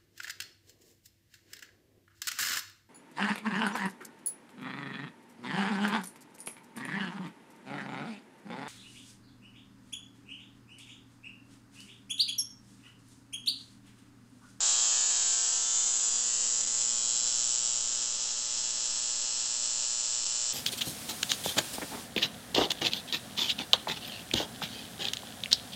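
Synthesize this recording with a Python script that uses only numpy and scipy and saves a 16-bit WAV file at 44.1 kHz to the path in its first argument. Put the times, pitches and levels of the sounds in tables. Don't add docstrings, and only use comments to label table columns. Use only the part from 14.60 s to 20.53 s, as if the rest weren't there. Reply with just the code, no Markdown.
import sys
import numpy as np
from scipy import signal
from scipy.fft import rfft, irfft
from scipy.io import wavfile

SR = 44100
rng = np.random.default_rng(int(sys.argv[2]) if len(sys.argv) > 2 else 0)


def inscribe(sig):
    pcm = np.round(np.clip(np.atleast_2d(sig).T, -1, 1) * 32767)
    wavfile.write(sys.argv[1], SR, pcm.astype(np.int16))


N = 261513
MAINS_HZ = 60.0


def from_db(db):
    return 10 ** (np.asarray(db) / 20)


def rms_one(x):
    return x / np.sqrt(np.mean(x ** 2) + 1e-20)


def columns(rows, s):
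    t, *rest = np.transpose(rows)
    return [np.interp(s, t, c) for c in rest]


def band_noise(band_hz):
    band = signal.butter(2, band_hz, "band", fs=SR, output="sos")
    return rms_one(signal.sosfilt(band, rng.standard_normal(N)))


def colour(x, spectrum):
    size = 8192
    hz, db = np.transpose(spectrum)
    bins_hz = np.arange(size // 2 + 1) * SR / size
    db = np.interp(np.log(bins_hz + 1), np.log(hz), db)
    cepstrum = irfft(db * np.log(10) / 20, size)
    cepstrum[1:size // 2] *= 2
    cepstrum[size // 2 + 1:] = 0
    response = irfft(np.exp(rfft(cepstrum)), size)[:size // 2]
    return signal.oaconvolve(x, response)[:N]


def clicks(s, sizes):
    at = np.floor(s * SR).astype(int)[:, None] + np.arange(-7, 9)
    off = at - s[:, None] * SR
    keep = (at >= 0) & (at < N)
    taps = sizes[:, None] * np.sinc(off) * np.cos(np.pi * off / 16) ** 2
    return np.bincount(at[keep], taps[keep], N)


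def ring(x, hz, t60):
    r, w = from_db(-60 / (t60 * SR)), 2 * np.pi * hz / SR
    return signal.lfilter([0, np.sin(w)], [1, -2 * r * np.cos(w), r * r], x + 1e-18)


# (time [s], direct arrival after zero crossing [ms], surface echo after direct [ms], surface echo level [dB])
MIC_PATH = [(0, 5.14, 4.55, 4), (.7, 5.25, 4.12, 6), (1.4, 5.4, 3.76, 6), (2.5, 5.61, 3.28, 7),
            (2.9, 5.6, 3.18, 7), (3.6, 5.59, 3.11, 3), (5.0, 5.43, 3.08, 3.3), (5.93, 5.44, 3.07, 3.5)]


def travelled(s):
    surface_ms = columns(MIC_PATH, s)[1]
    first_ms, last_ms = MIC_PATH[0][2], MIC_PATH[-1][2]
    return (first_ms - surface_ms) / (first_ms - last_ms)


def arrival(s, sizes, table):
    hz, *stages = np.transpose(table)
    stage = np.interp(travelled(s), [0, .57, 1], range(3))
    out = np.zeros(N)
    for k, db in enumerate(stages):
        weight = np.clip(1 - np.abs(stage - k), 0, 1)
        out += colour(clicks(s, sizes * weight), np.c_[hz, db])
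    return out


def echoes(s, sizes, t60, start, count):
    t = np.arange(round(t60 * SR)) / SR
    moved = (count - 1) * (.8 * travelled(s) + .2 * s / s[-1])
    out = np.zeros(N)
    for k in range(count):
        weight = np.cos(np.pi / 2 * np.clip(moved - k, -1, 1))
        build = np.clip(t / start, 0, 1) ** 2
        tail = rng.standard_normal(len(t)) * from_db(-60 * t / t60) * build
        out += signal.oaconvolve(clicks(s, sizes * weight), tail / np.linalg.norm(tail))[:N]
    return out


# (frequency [Hz], relative density [dB per Hz])
NOISE_TILT = [(20, -14.5), (60, -15.5), (150, -14.5), (400, -13.5), (1000, -12.5), (1500, -14.5),
              (2050, -13.5), (3000, -12), (8000, -14.5)]
# (time [s], rumble level [dB], length between 1/e points [s])
HAND_SHIFTS = [(1.695, -66, .3), (2.65, -59.5, .12), (2.85, -56.5, .12), (3.114, -58, .08),
               (3.222, -56, 0.14), (3.93, -61, 0.24)]


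def floor():
    floor_db, rumble_db, sway_db = -48.5, -74, -59
    t = np.arange(N) / SR
    noise = rms_one(colour(rng.standard_normal(N), NOISE_TILT))
    rumble, sway = band_noise([8, 24]), band_noise([1.5, 9])
    swell = from_db(rumble_db)
    for s, db, length in HAND_SHIFTS:
        swell = swell + from_db(db) * np.exp(-(2 * (t - s) / length) ** 2)
    return from_db(floor_db) * noise + swell * rumble + from_db(sway_db) * sway


# (mains multiple, loudest level [dB], drop far from there [dB], place [share of path], width [share of path])
MAINS_TONES = [(2, -66.5, 17.5, .8, 0.36), (4, -63, 22, 0.74, 0.44), (6, -69.5, 10.5, .6, 0.47),
               (8, -80.5, 9.5, 0.74, 0.5), (10, -74.5, 16, 1, 0.13), (12, -79, 24, 0.81, 0.23),
               (15, -69.5, 18.5, 0.98, 0.66), (20, -73, 20.5, 0.77, 0.069), (22, -64.5, 15.5, 0.92, 0.06),
               (24, -67.5, 16.5, 0.87, 0.15), (28, -71, 16, 0.96, .1), (30, -65, 19.5, 0.18, .35),
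               (32, -59.5, 29, .62, .08), (34, -61, 26, .73, 0.14)]
TONE_PHASES = [2.5, 1.2, 0.9, -0.5, 1.7, -3, 1, 3.3, -1.5, -3.5, 1.6, -0.34, 2.2, .3]


def mains_tones():
    waver_db = 1.3
    t = np.arange(N) / SR
    away = travelled(t)
    slow = signal.butter(2, 12, fs=SR, output="sos")
    wavers = rms_one(signal.sosfilt(slow, rng.standard_normal((len(MAINS_TONES), N))))
    out = np.zeros(N)
    for tone, phase, waver in zip(MAINS_TONES, TONE_PHASES, wavers):
        multiple, top_db, fall_db, place, width = tone
        distance = (away - place) / width
        db = top_db - fall_db * (1 - np.exp(-distance ** 2)) + waver_db * waver
        hz = round(multiple) * MAINS_HZ
        out += np.sqrt(2) * from_db(db) * np.cos(2 * np.pi * hz * t + phase)
    return out


# (frequency [Hz], level [dB])
ROOM_COLOUR = [(200, -11), (600, -16), (1200, -10), (2100, -2), (3000, 4), (3600, -1), (4050, -0.5),
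               (4400, -3), (5300, 0), (7000, -2.5), (8300, 0.5)]


def room_tail(s, strength):
    near_db, far_db, settles = 13, 3.5, 3.3
    t60_s, builds_s = 0.45, 0.002
    db = far_db + (near_db - far_db) * np.abs(1 - travelled(s)) ** settles
    return colour(echoes(s, strength * from_db(db), t60_s, builds_s, count=8), ROOM_COLOUR)


# (frequency [Hz], level [dB])
LATE_ECHO_COLOUR = [(1500, -28.5), (2600, -10.5), (4200, -11), (5500, -33.5), (8500, -29)]


def late_echo(s, strength):
    lag_ms = 6.4
    return colour(clicks(s + lag_ms / 1000, strength * travelled(s) ** 4), LATE_ECHO_COLOUR)


# (frequency [Hz], T60 [s], near level [dB], far level [dB])
RINGING_JARS = [(4094, 0.035, -42.5, -34), (5350, 0.015, -32, -24), (5773, 0.017, -36, -35.5),
                (3160, 0.0081, -27.5, -26.5), (2454, 0.013, -36.5, -31.5), (1390, .012, -28.5, -34),
                (910, 0.0075, -23.5, -42)]


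def jars(s, strength):
    away = travelled(s)
    out = np.zeros(N)
    for hz, t60, near_db, far_db in RINGING_JARS:
        db = near_db + (far_db - near_db) * away
        out += ring(clicks(s, strength * from_db(db)), hz, t60)
    return out


# (frequency [Hz], level [dB])
SCATTER_COLOUR = [(500, -15), (2000, -3.5), (3000, 0), (3600, 1.5), (4050, 0), (4450, -1.5), (5300, -7.5),
                  (7000, -2), (8500, -1)]


def scatter(s, strength):
    near_db, far_db = 10, -5
    t60_s, builds_s = .024, 0.0011
    db = near_db + (far_db - near_db) * travelled(s)
    return colour(echoes(s, strength * from_db(db), t60_s, builds_s, count=14), SCATTER_COLOUR)


# (frequency [Hz], near level [dB], midway level [dB], far level [dB])
SURFACE_COLOUR = [(500, -12.5, -5, -6), (1500, -0.5, -12, -26.5), (2530, -3.5, -10.5, -5.5),
                  (3400, -9.5, 0, 4.5), (4460, -12.5, -14, -9), (5730, -14, -4.5, 2), (6100, 4.5, 0, -4),
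                  (7370, 0, -1.5, -1.5), (8770, 3.5, 3, 5)]
# (frequency [Hz], near level [dB], midway level [dB], far level [dB])
WALL_COLOUR = [(500, -31, -28, -21), (2000, -7.5, -19, -24.5), (3500, -8.5, -5.5, -18),
               (5500, -10.5, -16.5, -22.5), (7300, -9, -3, -5.5), (8500, -15, -6.5, -10)]


def surface_and_wall(s, strength):
    pair_ms, wall_ms = .4, 7.0
    wander_db, wander_ms = .8, .01
    _, surface_ms, surface_db = columns(MIC_PATH, s)
    level_track, lag_track = rng.standard_normal((2, len(s)))
    bounce = strength * from_db(surface_db + wander_db * level_track)
    image_ms = surface_ms + pair_ms + wander_ms * lag_track
    pair_s = np.r_[s + surface_ms / 1000, s + image_ms / 1000]
    pair = np.r_[bounce, .9 * bounce]
    return arrival(pair_s, pair, SURFACE_COLOUR) + arrival(pair_s + wall_ms / 1000, pair, WALL_COLOUR)


def direct_sizes(s, strength):
    near_db, far_db = 7.5, -1
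    return strength * from_db(near_db + (far_db - near_db) * travelled(s))


# (place [share of path], lag [ms], level against direct sound [dB])
BENCH_BOUNCE = [(.3, .42, -4), (.64, .2, -12), (1, .21, -1.5)]
# (frequency [Hz], level [dB])
BENCH_COLOUR = [(1000, -12), (3500, 0)]


def bench(s, strength):
    lag_ms, db = columns(BENCH_BOUNCE, travelled(s))
    return colour(clicks(s + lag_ms / 1000, direct_sizes(s, strength) * from_db(db)), BENCH_COLOUR)


# (frequency [Hz], near level [dB], midway level [dB], far level [dB])
DIRECT_COLOUR = [(500, -2, -1.5, -2), (750, 5, -1.5, -2), (1000, 3, -1.5, -5), (1400, 4, 1, -1),
                 (1940, 5.5, 0, -9.5), (2700, -2.5, -5, 4), (3420, -7.5, -2, 7.5), (4080, -7, -4, 1.5),
                 (4400, -1.5, -0.5, -2), (5500, -8, 4.5, 4), (6500, -1, 5.5, 0), (7500, -7, 5, 1),
                 (8500, 2.5, -2.5, -3.5)]


def direct_crack(s, strength):
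    wander_db = .8
    wander = from_db(wander_db * rng.standard_normal(len(s)))
    return arrival(s, direct_sizes(s, strength) * wander, DIRECT_COLOUR)


# (time at the microphone [s], length [half cycles])
LATE_SPELLS = [(.281, 4), (.489, 2), (1.256, 2), (1.381, 2), (2.047, 1), (2.797, 1), (2.897, 1), (3.289, 3),
               (3.397, 3), (3.647, 1), (3.697, 1), (3.964, 2), (4.231, 1), (4.289, 1), (4.364, 1),
               (4.731, 4), (4.839, 1), (5.631, 2)]
# (time [s], factor on their share [ratio])
LATE_SHARE = [(0, 1.5), (.55, .9), (.63, .1), (.77, .1), (.85, 1.3), (1.65, 1.5), (1.72, .4), (2.4, .8),
              (2.8, 1.7), (3.05, .6), (3.9, .5), (4.4, 1.5), (4.87, 1.7), (4.92, .1), (5.0, 1.1),
              (5.93, .9)]
# (time at the microphone [s], level change [dB], wait [ripples])
WEAK_SPARKS = [(2.0555, -20, 0), (5.649, -24, 4)]


def sparks():
    step_ms = 0.485
    spread_db, late_gain_db = .6, .8
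    polarity_ms, polarity_db = .05, .6
    around_spell_share = .4
    early_ms, recovery_db = .75, 3
    count = round(N / SR * 2 * MAINS_HZ)
    half = np.arange(count) / (2 * MAINS_HZ)
    positive = np.arange(count) % 2 == 0
    direct_ms = columns(MIC_PATH, half)[0]

    late_chance = np.where(positive, .27, .055) * columns(LATE_SHARE, half)[0]
    jitter_ms = np.where(positive, .028, .014)
    luck = rng.random((count, 2))
    ripples = (luck[:, 0] < late_chance) * 1.0
    for when, length in LATE_SPELLS:
        k = np.abs(half + direct_ms / 1000 - when).argmin()
        around = np.r_[k - 2, k - 1, k + length, k + length + 1]
        ripples[around] = np.maximum(ripples[around], luck[around, 1] < around_spell_share)
        ripples[k:k + length] = 2

    late_ms = step_ms * ripples + polarity_ms * positive * (ripples == 0)
    late_ms += jitter_ms * rng.standard_normal(count)
    db = spread_db * rng.standard_normal(count) + late_gain_db * (ripples == 1) + polarity_db * positive
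    times = half + (direct_ms + late_ms) / 1000
    for when, weak_db, waited in WEAK_SPARKS:
        k = np.abs(half + (direct_ms + step_ms * waited) / 1000 - when).argmin()
        db[k] += weak_db
        times[k] += step_ms * (waited - ripples[k]) / 1000
        times[k + 1] -= (late_ms[k + 1] + early_ms) / 1000
        times[k + 2] += step_ms * (2 - ripples[k + 2]) / 1000
        db[k + 2] += recovery_db
    return times, from_db(db)


# (frequency [Hz], level [dB])
CRACK_COLOUR = [(100, -44), (300, -29.5), (600, -22.5), (1100, -19), (1600, -19.5), (1800, -24),
                (2050, -28.5), (2300, -28), (2600, -21.5), (3200, -17.5), (4200, -13), (5200, -13),
                (6200, -7), (7200, -4), (7800, -7), (8300, -20.5)]


def gap():
    s, strength = sparks()
    sound = room_tail(s, strength) + late_echo(s, strength)
    sound += jars(s, strength) + scatter(s, strength)
    sound += surface_and_wall(s, strength) + bench(s, strength)
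    sound += direct_crack(s, strength)
    return -colour(sound, CRACK_COLOUR)


def scene():
    return (floor() + mains_tones() + gap())[None]


def band_limit(x):
    return signal.sosfilt(signal.butter(12, 9240, fs=SR, output="sos"), x)


def record(dry):
    stop_hz, offset = 8800, -0.0022
    steep = signal.cheby2(14, 40, stop_hz, fs=SR, output="sos")
    cut = signal.sosfiltfilt(steep, dry)
    return band_limit(cut + offset)


dry = scene()
out = record(dry)
inscribe(out)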